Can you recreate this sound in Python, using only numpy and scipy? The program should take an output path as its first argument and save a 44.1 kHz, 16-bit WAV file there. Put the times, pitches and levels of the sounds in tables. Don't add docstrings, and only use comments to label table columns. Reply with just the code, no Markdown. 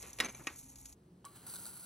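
import sys
import numpy as np
from scipy import signal
from scipy.fft import rfft, irfft
from scipy.io import wavfile
from scipy.ndimage import uniform_filter1d

SR = 44100
rng = np.random.default_rng(int(sys.argv[2]) if len(sys.argv) > 2 else 0)


def master(y):
    cut = np.clip(np.atleast_2d(y).T, -1, 1)
    pcm = np.round(cut * 32767)
    wavfile.write(sys.argv[1], SR, pcm.astype(np.int16))


N = 81585

# (frequency [Hz], level [dB])
POP_TONE = [(600, 0), (1400, 0), (2500, -25), (4200, -5), (6000, -2.5), (8000, 4.5), (11000, 5.5),
            (15500, -13)]
OPPOSITE = np.array([[1], [-1]])


def amp(db):
    return 10 ** (np.asarray(db) / 20)


def clock():
    return np.arange(N) / SR


def unit(x):
    return x / np.sqrt(np.mean(x ** 2))


def noise():
    return rng.standard_normal(N)


def curve(rows, axis=1):
    rows = np.array(rows)
    return np.interp(clock(), rows[:, 0], rows[:, axis])


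def across(rows):
    hz, value = np.array(rows).T
    all_hz = np.arange(N + 1) * SR / (2 * N)
    return np.interp(np.log(all_hz + 1), np.log(hz), value)


def colour(x, tone):
    bass_cut = (tone[0][0] / 4, tone[0][1] - 40)
    cepstrum = irfft(across([bass_cut] + list(tone)) * np.log(10) / 20)
    cepstrum[1:N] *= 2
    cepstrum[N + 1:] = 0
    response = np.exp(rfft(cepstrum))
    return unit(irfft(rfft(x, 2 * N) * response)[:N])


def resonances(rows):
    out = 0
    for hz, width, db in rows:
        b, a = signal.iirpeak(hz, hz / width, fs=SR)
        band = signal.lfilter(b, a, signal.lfilter(b, a, noise()))
        out += amp(db) * unit(band)
    return out


def wander(hz):
    size = max(2, int(SR / hz))
    return unit(uniform_filter1d(uniform_filter1d(noise(), size), size))


def grains(per_s, spread_db, hiss):
    clicks = (rng.random(N) < per_s / SR) * np.sign(noise())
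    sizes = amp(spread_db * np.minimum(rng.exponential(size=N), np.pi))
    return unit(clicks * sizes) + hiss * noise()


def fade(start, t60):
    age = clock() - start
    return (age >= 0) * np.exp(-np.log(1000) * np.maximum(age, 0) / t60)


def bursts(rows, tone, t60):
    return colour(noise(), tone) * sum(amp(db) * fade(start, t60) for start, db in rows)


def ring(start, notes, contact_s=0.00029):
    age = np.maximum(clock() - start, 0)
    swing = sum((-1) ** k * amp(db) * fade(start, t60) * np.sin(2 * np.pi * hz * age)
                for k, (hz, db, t60) in enumerate(notes))
    return swing * (1 - np.exp(-age / contact_s))


def strikes(rows, notes, pitch_spread):
    tunings = 1 + pitch_spread * rng.standard_normal((len(rows), len(notes)))
    out = 0
    for (start, level), tuning in zip(rows, tunings):
        retuned = [(hz * ratio, db, t60) for (hz, db, t60), ratio in zip(notes, tuning)]
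        out += amp(level) * ring(start, retuned)
    return out


def ports(x, lag):
    right = irfft(rfft(x, 2 * N) * np.exp(-1j * across(lag)))[:N]
    return np.array([x, right])


def wide(source, lag, sides_db):
    return ports(source(), lag) + amp(sides_db) * ports(source(), lag) * OPPOSITE


def open_air():
    # (frequency [Hz], level [dB])
    tone = [(200, -6.5), (450, -0.5), (900, 1.5), (2000, -17), (6000, -21), (14000, -28)]
    return amp(-78.5) * colour(noise(), tone) * OPPOSITE


def rumble(behind_truck):
    # (frequency [Hz], level [dB])
    near_tone = [(25, -16.7), (55, 5), (85, -1), (125, 0.5), (190, -8), (260, -8), (500, -21), (850, -27),
                 (1300, -43.5), (2500, -40)]
    far_tone = [(25, -38), (55, -8.5), (100, -3.5), (180, -1.5), (260, -9.5), (370, -8.5), (550, -19),
                (1000, -27.5), (2200, -36.3), (3800, -38), (7000, -42), (15000, -52.5)]
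    # (frequency [Hz], width [Hz], level [dB])
    near_hum = [(58.5, 24, -70), (124.66, 6.3, -68), (264.9, 26, -70), (840, 210, -78)]
    far_hum = [(179, 14, -69.5), (363.3, 14, -78)]
    tone, hum = (far_tone, far_hum) if behind_truck else (near_tone, near_hum)
    return amp(-63) * colour(noise(), tone) + resonances(hum)


def scrape():
    # (frequency [Hz], level [dB])
    rub_tone = [(90, -16), (200, 4), (400, 2.5), (600, -0.5), (1200, -2), (1600, -6.5), (2400, -1),
                (3200, -10), (4000, -8.5), (4800, -15), (11000, -15), (14000, -41)]
    bump_tone = [(150, 9), (220, 2.5), (400, 7.5), (650, -5.5), (1200, -1.5), (1700, -7), (2400, -13),
                 (3500, -29), (8000, -36)]
    # (time [s], level [dB])
    rub_level = [(0, -63.5), (.045, -55), (.09, -60), (.125, -61.5), (.183, -66.5), (.19, -46.5),
                 (.225, -46.5), (.255, -41), (.278, -54.5), (.296, -49), (.322, -66), (.35, -56),
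                 (.385, -61), (.412, -68), (.44, -63.5), (.5, -58), (.58, -72)]
    bumps = [(.046, -60), (.081, -54.5), (.396, -50), (.405, -48.5), (.412, -53.5), (.421, -63)]
    rub = colour(grains(per_s=2500, spread_db=6.7, hiss=0.53), rub_tone)
    return rub * amp(curve(rub_level)) + bursts(bumps, bump_tone, t60=0.053)


def splash():
    # (frequency [Hz], level [dB])
    spatter_tone = [(500, -9), (850, -2.5), (1400, -0.5), (2500, -11.5), (3100, -4), (3600, -12),
                    (4100, -1), (5400, -14), (7800, -4), (9000, -4), (11000, -1.5), (15500, -1)]
    drum_tone = [(50, -27), (90, 10.5), (250, 4.5), (500, -3.5), (900, -7), (2000, -22)]
    # (time [s], level [dB])
    level = [(1.24, -79.5), (1.256, -55), (1.3, -62), (1.35, -59.5), (1.362, -53), (1.4, -58), (1.46, -55),
             (1.85, -60.5)]
    spatter = colour(grains(per_s=3500, spread_db=2.4, hiss=0.57), spatter_tone)
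    drumming = colour(grains(per_s=600, spread_db=4.2, hiss=0.64), drum_tone)
    return (spatter + amp(-10) * drumming) * amp(curve(level))


def sizzle(start_s=1.465):
    # (frequency [Hz], level [dB])
    tone = [(500, -12), (900, -13), (1150, -12), (1400, -28), (2100, -18), (3300, -19), (4400, -6),
            (5500, -13.5), (7000, -8), (8500, -4.5), (10900, 2.5), (12200, -0.5), (13500, -1.5),
            (15200, -1)]
    # (frequency [Hz], width [Hz], level against the boiling [dB])
    wood_notes = [(1414, 130, -20.5), (905, 150, -26), (7930, 250, -26.5)]
    # (time [s], level [dB])
    level = [(1.465, -48), (1.53, -46.5), (1.565, -43), (1.615, -48.5), (1.66, -47), (1.73, -49.5),
             (1.85, -47.5)]
    wood = resonances(wood_notes)
    loudness = amp(curve(level) + 1.4 * wander(hz=98)) * (clock() > start_s)
    boiling = colour(grains(per_s=2200, spread_db=3.3, hiss=0.91), tone)
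    return (boiling + wood) * loudness


def steam_pops():
    # (time [s], level [dB])
    pops = [(1.333, -69), (1.4978, -44.5), (1.538, -43), (1.558, -40), (1.5635, -43.5), (1.5775, -52),
            (1.5985, -53), (1.655, -41), (1.665, -42.5)]
    # (frequency [Hz], level [dB], fade time [s])
    notes = [(1455, -12.5, 0.028), (3830, -13, 0.031), (4410, -5.5, 0.017), (7700, -6, 0.0095)]
    return bursts(pops, POP_TONE, t60=0.013) + strikes(pops, notes, pitch_spread=0.039)


def dousing():
    return splash() + sizzle() + steam_pops()


def spurt():
    # (time [s], pitch [Hz], level [dB])
    glide = [(1.25, 1040, -76.5), (1.257, 1110, -49.5), (1.263, 1125, -45.5), (1.27, 1120, -49.5),
             (1.281, 1137, -61), (1.3, 1147, -62), (1.325, 1120, -77)]
    # (frequency [Hz], level [dB])
    puff_tone = [(400, -15), (800, 8.5), (1700, 6.5), (2200, -24), (3100, 6.5), (4000, -19), (12000, -16)]
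    pitch_hz = curve(glide) * (1 + 0.0027 * wander(hz=170))
    phase = 2 * np.pi * np.cumsum(pitch_hz) / SR
    octave = amp(-21.5) * np.sin(2 * phase)
    sounding = (clock() > glide[0][0]) & (clock() < glide[-1][0])
    whistle = sounding * amp(curve(glide, axis=2)) * (np.sin(phase) + octave)
    puff = amp(-55.5) * colour(noise(), puff_tone) * fade(start=1.2448, t60=0.12)
    tick = amp(-42.5) * colour(noise(), POP_TONE) * fade(start=1.2512, t60=0.022)
    return whistle + puff + tick


def jet():
    # (frequency [Hz], level [dB])
    spray_tone = [(1300, -29.5), (2500, -23), (4000, -15.5), (5300, -12), (6500, 1), (7700, -4.5),
                  (8700, -1), (9700, 2.5), (11000, -6.5), (12800, -11), (14000, -31.5), (15700, -33)]
    spit_tone = [(600, -21), (2000, -12), (4500, -4), (6700, 6.5), (8000, 3), (10500, 1), (13000, -9),
                 (15000, -29)]
    # (time [s], level [dB])
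    spray_level = [(0, -55.5), (.03, -57), (.07, -56), (.11, -58.5), (.16, -59.5), (.4, -58), (.56, -57.5),
                   (.597, -51), (.62, -61.5), (.69, -58), (.74, -60), (.8, -56.5), (.93, -58.5)]
    spits = [(.0202, -45.5), (.0262, -44), (.1312, -44.5), (.1868, -47), (.7572, -48.5), (.8558, -42.5),
             (.86, -61), (.926, -51)]
    spray = colour(grains(per_s=3500, spread_db=4.5, hiss=0.6), spray_tone)
    flutter_db = 2.7 * wander(hz=120)
    return spray * amp(curve(spray_level) + flutter_db) + bursts(spits, spit_tone, t60=0.037)


def rattle():
    # (time [s], level [dB])
    clinks = [(.2345, -54), (.2458, -34), (.2532, -39.5), (.259, -41), (.2635, -57.5), (.2848, -49.5),
              (.294, -46), (.2975, -48), (.3472, -42.5)]
    # (frequency [Hz], level [dB], fade time [s])
    notes = [(2320, -6, .065), (3980, -14, .03), (6230, -3, .045), (6400, -4, .035), (9120, -4, .03),
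             (9320, -3, .03)]
    return strikes(clinks, notes, pitch_spread=0.0055)


def nozzle():
    # (time [s], ring level [dB], crack level [dB], valve [0 opening, 1 latching])
    clacks = [(0.1873, -56, -42.5, 0), (0.2014, -26, -22.5, 0), (0.2068, -48.5, -27.5, 0),
              (0.4702, -28, -31, 1)]
    # (frequency [Hz], opening [dB], latching [dB], fade time [s])
    body = [(272, -20.5, -10, 0.062), (806, -16.5, -26, 0.086), (1108, -21.5, -11.5, 0.052),
            (1251, -19, -15, 0.051), (1480, -35, -15, 0.027), (1876, -1, -5.5, 0.055),
            (1990, -2.5, -17.5, 0.063), (2475, -19.5, -6.5, 0.045), (2650, -13.5, -12, .06),
            (3340, -8.5, -44, 0.019), (3835, -1, -21, .04), (4960, -17.5, -17, .04), (5220, -9, -23, .05),
            (5670, -16, -19, 0.032), (6530, -18, -9.5, 0.0426)]
    # (frequency [Hz], level [dB])
    crack_tone = [(150, -19.5), (350, -1.5), (650, -15), (1200, -12.5), (1900, 0.5), (3000, -5), (3800, -5),
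                  (4700, -13.8), (5400, -9.5), (7500, -14), (10000, -2.5), (12500, -29.5), (15000, -39.5)]
    echo_tone = [(120, -11.5), (280, 0.5), (600, -11.5), (1200, -0.5), (2400, -1.5), (3300, -11.5),
                 (5000, -10.5), (12000, -28)]
    thud_tone = [(200, -14), (290, 7.5), (600, -21), (1100, 6), (1500, -2), (2000, 2.5), (2600, 2),
                 (3400, -19), (8000, -37)]
    out = 0
    for start, ring_db, crack_db, latching in clacks:
        notes = [(hz, latch_db if latching else open_db, t60) for hz, open_db, latch_db, t60 in body]
        crack = colour(noise(), crack_tone) * fade(start, t60=0.028)
        echo = amp(-17) * colour(noise(), echo_tone) * fade(start, t60=0.25)
        out += amp(ring_db) * ring(start, notes) + amp(crack_db) * (crack + echo)
        if latching:
            out += amp(-38) * colour(noise(), thud_tone) * fade(start, t60=0.058)
    return out


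def scene(move_at_s=0.932, move_takes_s=0.022):
    # (frequency [Hz], phase lag [radians])
    near_lag = [(20, 0), (2000, 0), (3000, .45), (4000, .7), (4500, 1.5), (4900, 3.1), (5300, 5.5),
                (5900, 6.2), (7000, 7.6), (8000, 8.6), (9000, 9.3), (10000, 10), (11000, 11.2),
                (12000, 12.5), (15000, 12.7)]
    far_lag = [(20, 0), (700, 0), (1150, -.5), (1800, 0), (3500, .1), (4600, 1.2), (5600, 0), (6400, .8),
               (7000, 3), (7500, 5), (8400, 6.1), (9200, 6.4), (12000, 8.8), (13000, 9.4), (14500, 9.5),
               (15700, 10.3)]
    near = ports(rattle() + nozzle() + rumble(behind_truck=False), near_lag)
    near += wide(jet, near_lag, sides_db=-18)
    near += wide(scrape, near_lag, sides_db=-13)
    far = ports(spurt() + rumble(behind_truck=True), far_lag)
    far += wide(dousing, far_lag, sides_db=-15)
    moved = np.clip((clock() - move_at_s) / move_takes_s, 0, 1)
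    return near * (1 - moved) ** 2 + far * np.sqrt(moved) + open_air()


def record(dry, top_hz=15760):
    return signal.sosfilt(signal.ellip(10, .2, 70, top_hz, fs=SR, output="sos"), dry)


dry = scene()
out = record(dry)
master(out)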